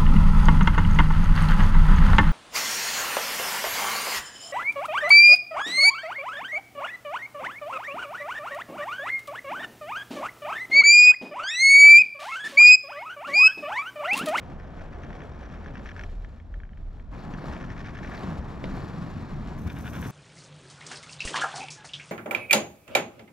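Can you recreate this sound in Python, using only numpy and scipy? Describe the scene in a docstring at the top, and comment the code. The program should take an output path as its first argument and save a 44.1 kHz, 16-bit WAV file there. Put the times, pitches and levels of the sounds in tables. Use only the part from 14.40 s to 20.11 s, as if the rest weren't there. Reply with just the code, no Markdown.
"""Inline skates roll down rough asphalt, heard from a microphone that the skater carries.
From the start, stones drum on the wheels and boom in the boots, wind buffets the microphone, and the
wheels chatter and clack in their frames. Near 2 s the rolling drops away; it returns on coarser road,
where the wheels scrape sideways and strike cracks and the boots thump and boom under load.
Just after 5 s the other, hollower skate takes the weight, and a bright hiss opens and grows."""
import sys
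import numpy as np
from scipy.fft import rfft, irfft, next_fast_len
from scipy.io import wavfile
from scipy.ndimage import map_coordinates

SR = 44100
rng = np.random.default_rng(int(sys.argv[2]) if len(sys.argv) > 2 else 0)


def generate_wav(sig):
    """Save sig (samples, or channels by samples) to the path in sys.argv[1] as 16-bit PCM at SR."""
    pcm = np.round(np.clip(np.atleast_2d(sig).T, -1, 1) * 32767).astype(np.int16)
    wavfile.write(sys.argv[1], SR, pcm)


N = 251811


def amp(db):
    """Decibels to gain."""
    return 10 ** (np.asarray(db) / 20)


def unit(x):
    """Scale to rms 1."""
    return x / np.sqrt(np.mean(x ** 2) + 1e-20)


def along(points, hz):
    """(Hz, value) points read on a log axis."""
    f, v = np.transpose(points)
    return np.interp(np.log(hz + 1), np.log(f + 1), v)


def curves(rows):
    """One value per sample for each column after the time."""
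    s, *cols = np.transpose(rows)
    return [np.interp(np.arange(N) / SR, s, c) for c in cols]


def wobble(rate):
    """A smooth random curve, rate knots a second."""
    return map_coordinates(rng.standard_normal(int(N * rate / SR) + 4), [np.arange(N) * rate / SR])


def filtered(x, response):
    """x times a response of frequency."""
    m = next_fast_len(N + SR // 2)
    return irfft(rfft(x, m) * response(np.fft.rfftfreq(m, 1 / SR)), m)[..., :N]


def stereo(pair, spectrum, alike):
    """Two unrelated signals become a coloured left and right of rms 1."""
    turn = lambda hz: np.arccos(np.clip(along(alike, hz), -1, 1)) / 2
    mid, side = filtered(pair, lambda hz: amp(along(spectrum, hz)) * [np.cos(turn(hz)), np.sin(turn(hz))])
    return unit(np.array([mid + side, mid - side]))


def stones(rate, spread_db, smooth):
    """Shot noise: tiny impacts of uneven size, rate a second, on a bed of smooth noise."""
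    hit = rng.random(N) < rate / SR
    size = amp(spread_db * rng.standard_normal(N))
    return unit(hit * size * rng.standard_normal((2, N))) + smooth * rng.standard_normal((2, N))


def place(times, sounds):
    """Superposition: sum stereo sounds (2, events, samples) at their times."""
    index = np.round(np.abs(times) * SR).astype(int)[:, None] + np.arange(sounds.shape[-1])
    return np.array([np.bincount(index.ravel(), side.ravel(), N)[:N] for side in sounds])


def swell(peak_s, rise_s, fall_s):
    """A Gaussian envelope of height 1, with separate widths for rise and fall."""
    t = np.arange(N) / SR - peak_s
    return np.exp(-(t / np.where(t < 0, rise_s, fall_s)) ** 2)


# stretches of road and load: (start [s], roar level [dB], boot level [dB], grit level [dB])
ROAD_STRETCHES = [(0, -46, -46, -69.5), (1.42, -47, -48, -64), (1.65, -53.5, -53, -69),
                  (1.97, -59, -53, -77.5), (2.71, -45.5, -39.5, -64.5), (4.235, -43.5, -36.5, -59.5),
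                  (5.178, -46, -36.5, -64)]
# the skater pushes off: (time [s], roar gain [dB], boot gain [dB])
PUSH_OFFS = [(.76, 1, 2), (2.56, 2.5, 2), (3.1, 3, 1.5), (3.82, 5.5, 0.5), (4.33, 2, 2.5), (4.95, -1, -1),
             (5.66, 3.5, 1)]

def rolling_db():
    """Exponential relaxation: roar, boot and grit levels settle to each stretch; pushes swell them."""
    bite_s, ease_s = .008, .03  # the roar rises faster than it falls
    t = np.arange(N) / SR
    rows = np.array(ROAD_STRETCHES)
    levels = rows[0, 1:, None] + np.zeros(N)
    for start, step in zip(rows[1:, 0], np.diff(rows[:, 1:], axis=0)):
        settle_s = bite_s if step[0] > 0 else ease_s
        levels += np.outer(step, 1 - np.exp(-np.maximum(t - start, 0) / settle_s))
    for s, roar_db, boot_db in PUSH_OFFS:
        levels += np.outer([roar_db, boot_db, 1.2 * roar_db], swell(s, rise_s=.16, fall_s=.22))
    return levels


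# spectra of dull road, coarse road, boot and grit: (frequency [Hz], level [dB])
DULL_SPECTRUM = [(70, -19), (100, 4.5), (170, -1), (400, -1), (730, -2), (860, -6), (1300, -9.5),
                 (1700, -17.5), (2100, -23), (3300, -28), (7000, -120)]
COARSE_SPECTRUM = [(70, -63), (160, -20), (280, 1.5), (500, -4.5), (700, -4), (1150, -6.5), (1450, -12.5),
                   (1780, -16.5), (2600, -25), (3400, -34), (7000, -120)]
BOOT_SPECTRUM = [(25, -72), (70, -11.5), (110, -0.5), (160, 1.5), (235, -3), (380, -17.5), (500, -32),
                 (900, -120)]
GRIT_SPECTRUM = [(500, -63), (1600, -3), (2700, -3), (4200, -4.5), (4750, -9.5), (5700, -10), (6400, -15.5),
                 (7000, -11), (8200, -20), (9200, -25), (12300, -22), (13400, -42), (15000, -100)]
# left-right likeness of the skates' noise: (frequency [Hz], coherence [0-1])
COHERENCE = [(30, 1), (300, 0.91), (1500, 0.87), (5000, 1), (9000, 0.35)]

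def rolling():
    """Roughness excitation: stones drum on the wheels; rough patches lift roar and grit together."""
    roar_db, boot_db, grit_db = rolling_db()
    patches = wobble(55) + wobble(14)
    drumming = stones(rate=1800, spread_db=1, smooth=1)
    on_coarse = np.arange(N) / SR > 2.715
    dull = stereo(drumming, DULL_SPECTRUM, COHERENCE)
    coarse = stereo(drumming, COARSE_SPECTRUM, COHERENCE)
    roar = amp(roar_db + .95 * patches) * np.where(on_coarse, coarse, dull)
    boot_gain = amp(boot_db + 1.15 * wobble(25))
    boot = stereo(stones(rate=700, spread_db=1.5, smooth=.58), BOOT_SPECTRUM, COHERENCE)
    grit = stereo(stones(rate=1400, spread_db=-1.5, smooth=.8), GRIT_SPECTRUM, COHERENCE)
    return roar + boot_gain * boot + amp(grit_db + 1.54 * patches) * grit


def surges(rows, waver):
    """Amplitude and frequency modulation: low tones swell and die while their pitch wanders."""
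    total = np.zeros(N)
    for s, db, width, hz in rows:
        cycles = rng.random() + np.cumsum(hz * np.exp(waver * wobble(45))) / SR
        total += amp(db) * swell(s, width, width) * np.sin(2 * np.pi * cycles)
    return np.sqrt(2) * total


# wind pressure on the microphone: (frequency [Hz], level [dB])
WIND_SPECTRUM = [(13, -30), (24, 4.5), (35, 5), (55, 2), (90, 1.5), (130, -31), (200, -35.5), (400, -120)]
# gusts: (time [s], level [dB], half-width [s], frequency [Hz])
WIND_GUSTS = [(1.6, -38, 0.096, 72), (1.75, -35, 0.11, 36), (2.17, -37, 0.07, 34), (2.46, -34.5, 0.11, 27),
              (4.31, -34.5, 0.041, 27.8), (4.39, -40, 0.083, 42), (4.99, -33, 0.079, 35)]

def wind():
    """Turbulent pressure: a few gusts ride on a breeze that loses its deepest part near the end."""
    light_from_s, cutoff_hz = 5.28, 52
    air = stereo(rng.standard_normal((2, N)), WIND_SPECTRUM, alike=[(30, .91)])
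    light_air = unit(filtered(air, lambda hz: 1 / (1 + (cutoff_hz / (hz + 1)) ** 6)))
    blend, = curves([(light_from_s - .1, 0), (light_from_s, 1)])
    breeze = (1 - blend) * amp(-41) * air + blend * amp(-40.5) * light_air
    return breeze + surges(WIND_GUSTS, waver=.202)


def ring(modes, count, detune, scatter_db):
    """Damped modes: each blow excites them differently, and the soft tyre rounds the attack."""
    energy_s = .0025  # each ring has the energy of rms 1 held this long
    t = np.arange(SR // 40) / SR
    hz, db, t60 = np.transpose(modes)
    pitch, size, skew = rng.standard_normal((count, 3, len(modes), 1)).transpose(1, 0, 2, 3)
    attack = 1 - np.exp(-(t / .0008) ** 2)
    envelope = amp(db[:, None] + scatter_db * size - 60 * t / t60[:, None]) * attack
    phase = 2 * np.pi * hz[:, None] * (1 + detune * pitch) * t + rng.uniform(0, 2 * np.pi, (count, 1, 1))
    rings = np.array([(envelope * np.sin(phase + side * .15 * skew)).sum(1) for side in (1, -1)])
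    return rings / np.sqrt((rings ** 2).sum(-1, keepdims=True).mean(0) / (energy_s * SR))


def load(s):
    """Contact load at times s, taken to follow the roar: 1 rolling hard, small in a light glide."""
    full_load_db = -47
    roar_db = np.interp(s * SR, np.arange(N), rolling_db()[0])
    return np.minimum(amp(roar_db - full_load_db), 1)[:, None]


# modes of each skate's wheel and frame, and of the first skate's frame body and axle under load: (frequency
# [Hz], level [dB], T60 [s])
FIRST_FRAME_MODES = [(1530, -2, .014), (1730, 0, .017), (2230, -6.5, .015), (3200, -13.5, .014)]
OTHER_FRAME_MODES = [(1100, -3.5, .009), (1520, 0, .013), (2380, -6.5, .012), (2850, -8.5, .012),
                     (3450, -11, .013)]
LOADED_MODES = [(1200, -5.5, .009), (2650, -11, .011), (4150, -22, .007), (5700, -16, .007)]

def knocks(s):
    """Modal ringing of the skate that bears the weight; under load the first one's frame body and axle ring
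    too."""
    other_skate_s = 5.2
    first = ring(FIRST_FRAME_MODES, count=len(s), detune=.035, scatter_db=1.5)
    other = ring(OTHER_FRAME_MODES, count=len(s), detune=.035, scatter_db=1.5)
    loaded = amp(-9) * load(s) * ring(LOADED_MODES, count=len(s), detune=.05, scatter_db=3)
    return np.where((s > other_skate_s)[:, None], other, first + loaded)


# bouts of chatter: (start [s], end [s], wheel period [s], final level [dB])
CHATTER_BOUTS = [(.39, .85, .103, -52.5), (.98, 1.65, .111, -50.5), (3.098, 3.78, .085, -45.3),
                 (5.25, 5.71, .088, -45.5)]

def chatter_level():
    """Modulation by rotation: each bout builds above a faint idle chatter, dipping once a turn."""
    edge_s, growth_db_per_s, dip_db = .015, 2.5, 14
    t = np.arange(N) / SR
    level = amp(rolling_db()[0] - 12.5)  # idle chatter follows the roar
    for start, end, turn_s, db in CHATTER_BOUTS:
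        gate = np.clip(np.minimum(t - start, end - t) / edge_s, 0, 1)
        dip = np.cos(np.pi * (t - start) / turn_s) ** 6 * (1 + .25 * np.tanh(wobble(12)))
        bout_db = db - growth_db_per_s * np.abs(end - t) - dip_db * dip
        level = np.maximum(level, gate * amp(bout_db))
    return level


# wheels rasping over grit: (frequency [Hz], level [dB])
RASP_SPECTRUM = [(400, -98), (1100, 2.5), (1650, 6.5), (2000, -0.5), (2350, 2.5), (2950, -14), (3450, -6.5),
                 (4600, -14.5), (5750, -11.5), (7500, -28.5), (14000, -44)]

def chatter(count=900):
    """Impact and friction: the wheels rattle and rasp in a flurry as their worn side comes round."""
    s = (np.arange(count) + .7 * rng.random(count)) * N / SR / count
    size = amp(2.5 * np.clip(rng.standard_normal((count, 1)), -2, 1))
    rattle = unit(place(s, size * knocks(s)))
    slips = amp(8 * np.tanh(wobble(190)))
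    rasp = unit(slips * stereo(rng.standard_normal((2, N)), RASP_SPECTRUM, COHERENCE))
    return chatter_level() * (amp(-4) * rattle + amp(-3.5) * rasp)


# the loudest wheel clacks: (time [s], relative level [dB], treble gain [dB])
WHEEL_CLACKS = [(0.1988, -44, 1), (0.3942, -43, -3), (0.408, -41, -4), (0.6347, -44, 2), (0.7034, -39, -6),
                (0.728, -44.5, 4), (0.804, -43, 3), (0.8184, -40.5, 0), (1.0999, -44, 1),
                (1.2602, -37.5, 1), (1.2829, -44, 3), (1.3545, -41.5, 4), (1.3707, -42.5, 2),
                (1.4585, -39, 1), (1.472, -40, 1), (1.4897, -36, 3), (1.5147, -39.5, 3), (1.5638, -36, -1),
                (1.5933, -32.5, 1), (1.6112, -38.5, -2), (1.6358, -39, 7), (1.692, -53, 7),
                (1.8462, -40.5, 1), (1.9994, -52, 10), (2.1406, -41.2, -1), (2.2013, -44, -1),
                (2.2338, -41.5, -1), (2.2514, -52.5, -1), (2.2914, -53, 3), (2.3323, -52.5, 7),
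                (2.3726, -53.5, 5), (2.5972, -50, 4), (2.9377, -43, 9), (2.9479, -38.5, -8),
                (2.985, -40, -8), (3.1359, -38, 0), (3.165, -44, 5), (3.2101, -40.5, 1),
                (3.2405, -39.5, -2), (3.3018, -40, 0), (3.4451, -42, 4), (3.5699, -38.5, 3),
                (3.5883, -37.5, -3), (3.6304, -39.5, -4), (3.6463, -37.5, 1), (3.6749, -41, 7),
                (3.7174, -36, -6), (5.3005, -43, 7), (5.3704, -37, -7), (5.4572, -36, -3),
                (5.4675, -36.5, 0), (5.4773, -38, 2), (5.532, -39, -1), (5.5524, -37, 2), (5.6263, -35, 0)]
# their dry snap: (frequency [Hz], level [dB])
SNAP_SPECTRUM = [(400, -50), (1100, -7), (1600, 0), (2500, -3), (3400, -6), (4100, -27), (13000, -40),
                 (15000, -70)]

def clacks():
    """Impact excitation: a wheel hits its axle, rings the frame and, under load, snaps and rebounds."""
    snap_t60_s, crossover_hz = .014, 2000
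    s, db, treble_db = np.transpose(WHEEL_CLACKS)
    rings = knocks(s)
    rebound_s = s + rng.uniform(.003, .006, len(s))
    rebounds = amp(-8.5) * load(s) * knocks(rebound_s)
    t = np.arange(rings.shape[-1]) / SR
    bursts = amp(-14 - 60 * t / snap_t60_s) * load(s) * rng.standard_normal(rings.shape)

    def strikes(level_db):
        size = amp(level_db - 2.4)[:, None]
        noise = place(s, size * bursts)
        snaps = np.std(noise) * stereo(noise, SNAP_SPECTRUM, COHERENCE)
        return snaps + place(s, size * rings) + place(rebound_s, size * rebounds)

    lowpass = lambda hz: 1 / (1 + (hz / crossover_hz) ** 16)
    body = filtered(strikes(db), lowpass)
    treble = filtered(strikes(db + treble_db), lambda hz: 1 - lowpass(hz))
    return body + treble


# sideways slides: (time [s], level [dB], half-width [s])
SLIDES = [(2.81, -60, 0.047), (3.04, -60, .12), (3.65, -64, 0.058), (3.78, -53.5, .07), (4.45, -58, .2),
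          (4.82, -59, 0.16)]
# a sliding wheel: (frequency [Hz], level [dB])
SLIDE_SPECTRUM = [(700, -40), (1200, -2), (1500, -4), (1820, 5.5), (2150, -6), (3100, -14), (4350, -4.5),
                  (5200, -13), (7000, -35)]

def scrapes():
    """Sliding friction: a wheel slips sideways over the grit in short, grainy scrapes."""
    level = sum(amp(db) * swell(s, width, width) for s, db, width in SLIDES)
    slips = amp(2.5 * wobble(90))
    grains = stones(rate=900, spread_db=2, smooth=.7)
    return level * slips * stereo(grains, SLIDE_SPECTRUM, COHERENCE)


# wheels striking cracks: (time [s], relative level [dB])
CRACK_BLOWS = [(3.0415, -31), (4.2412, -20.5), (4.248, -30), (4.255, -30)]
# the thud of a blow: (frequency [Hz], level [dB])
THUD_SPECTRUM = [(40, -18), (110, 14.5), (230, 8.5), (450, 6.5), (1000, 0), (2700, -11.5), (5400, -21),
                 (7000, -41), (12500, -47), (15000, -90)]

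def cracks(t60_s=.02):
    """Damped impacts: the wheels drop into cracks one after another with short, dull blows."""
    s, db = np.transpose(CRACK_BLOWS)
    t = np.arange(SR // 20) / SR
    envelopes = amp(db[:, None] - 60 * t / t60_s)
    blows = place(s, envelopes * rng.standard_normal((2, len(s), len(t))))
    return amp(-1.5) * np.std(blows) * stereo(blows, THUD_SPECTRUM, COHERENCE)


# a skate takes the weight: (time [s], peak level [dB])
LANDINGS = [(3.085, -34.5), (3.98, -26), (5.249, -29.5)]

def thumps(hz=68):
    """Damped oscillation: weight landing on a skate gives a low pulse with a soft onset."""
    s, db = np.transpose(LANDINGS)
    t = np.arange(SR // 10) / SR
    pulse = np.sin(2 * np.pi * hz * t) * t * amp(-60 * t / .093)
    return place(s, amp(db)[None, :, None] * pulse / np.abs(pulse).max())


# booms of the boot: (time [s], level [dB], half-width [s], frequency [Hz])
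BOOT_BOOMS = [(3.86, -36.5, 0.034, 175.2), (3.92, -34.5, 0.036, 148), (4.27, -37, 0.033, 186),
              (4.95, -35.5, 0.038, 145.3)]

def booms():
    """Resonance: the loaded boot booms briefly at a nearly steady pitch."""
    return surges(BOOT_BOOMS, waver=.069)


# the closing hiss: (frequency [Hz], level [dB])
HISS_SPECTRUM = [(1500, -86), (4700, -6), (6200, 5), (7300, -7), (8500, -2.5), (10000, -7), (12000, -2),
                 (15500, -8)]

def hiss(start_s=5.178, growth_db_per_s=23.5):
    """Modulated noise: a bright, grainy hiss flutters as its amplitude grows exponentially."""
    grains = stones(rate=1900, spread_db=3.5, smooth=.9)
    noise = stereo(grains, HISS_SPECTRUM, alike=[(6000, .038), (12000, .94)])
    age = np.arange(N) / SR - start_s
    return (age > 0) * amp(-67.5 + growth_db_per_s * age + 2.8 * wobble(110)) * noise


# left port relative to right: (frequency [Hz], level difference [dB])
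PORT_BALANCE = [(60, 3), (400, -0.3), (1200, 2), (4000, 2), (9000, 6)]
# left port relative to right: (frequency [Hz], phase lead [rad])
PORT_PHASE = [(100, -0.17), (400, -0.71), (900, -0.79), (1600, -0.59), (3000, -1), (8000, -0.16)]

def scene():
    """Superposition: wind, hiss and the skates, unequal in level and phase at two microphone ports."""
    skates = rolling() + chatter() + clacks() + scrapes() + cracks() + thumps() + booms()
    half = np.array([[.5], [-.5]])
    ports = lambda hz: amp(half * along(PORT_BALANCE, hz)) * np.exp(1j * half * along(PORT_PHASE, hz))
    return filtered(skates, ports) + wind() + hiss()


def record(dry):
    """Band limiting: nothing above 15750 Hz passes."""
    return filtered(dry, lambda hz: hz < 15750)


dry = scene()
out = record(dry)
generate_wav(out)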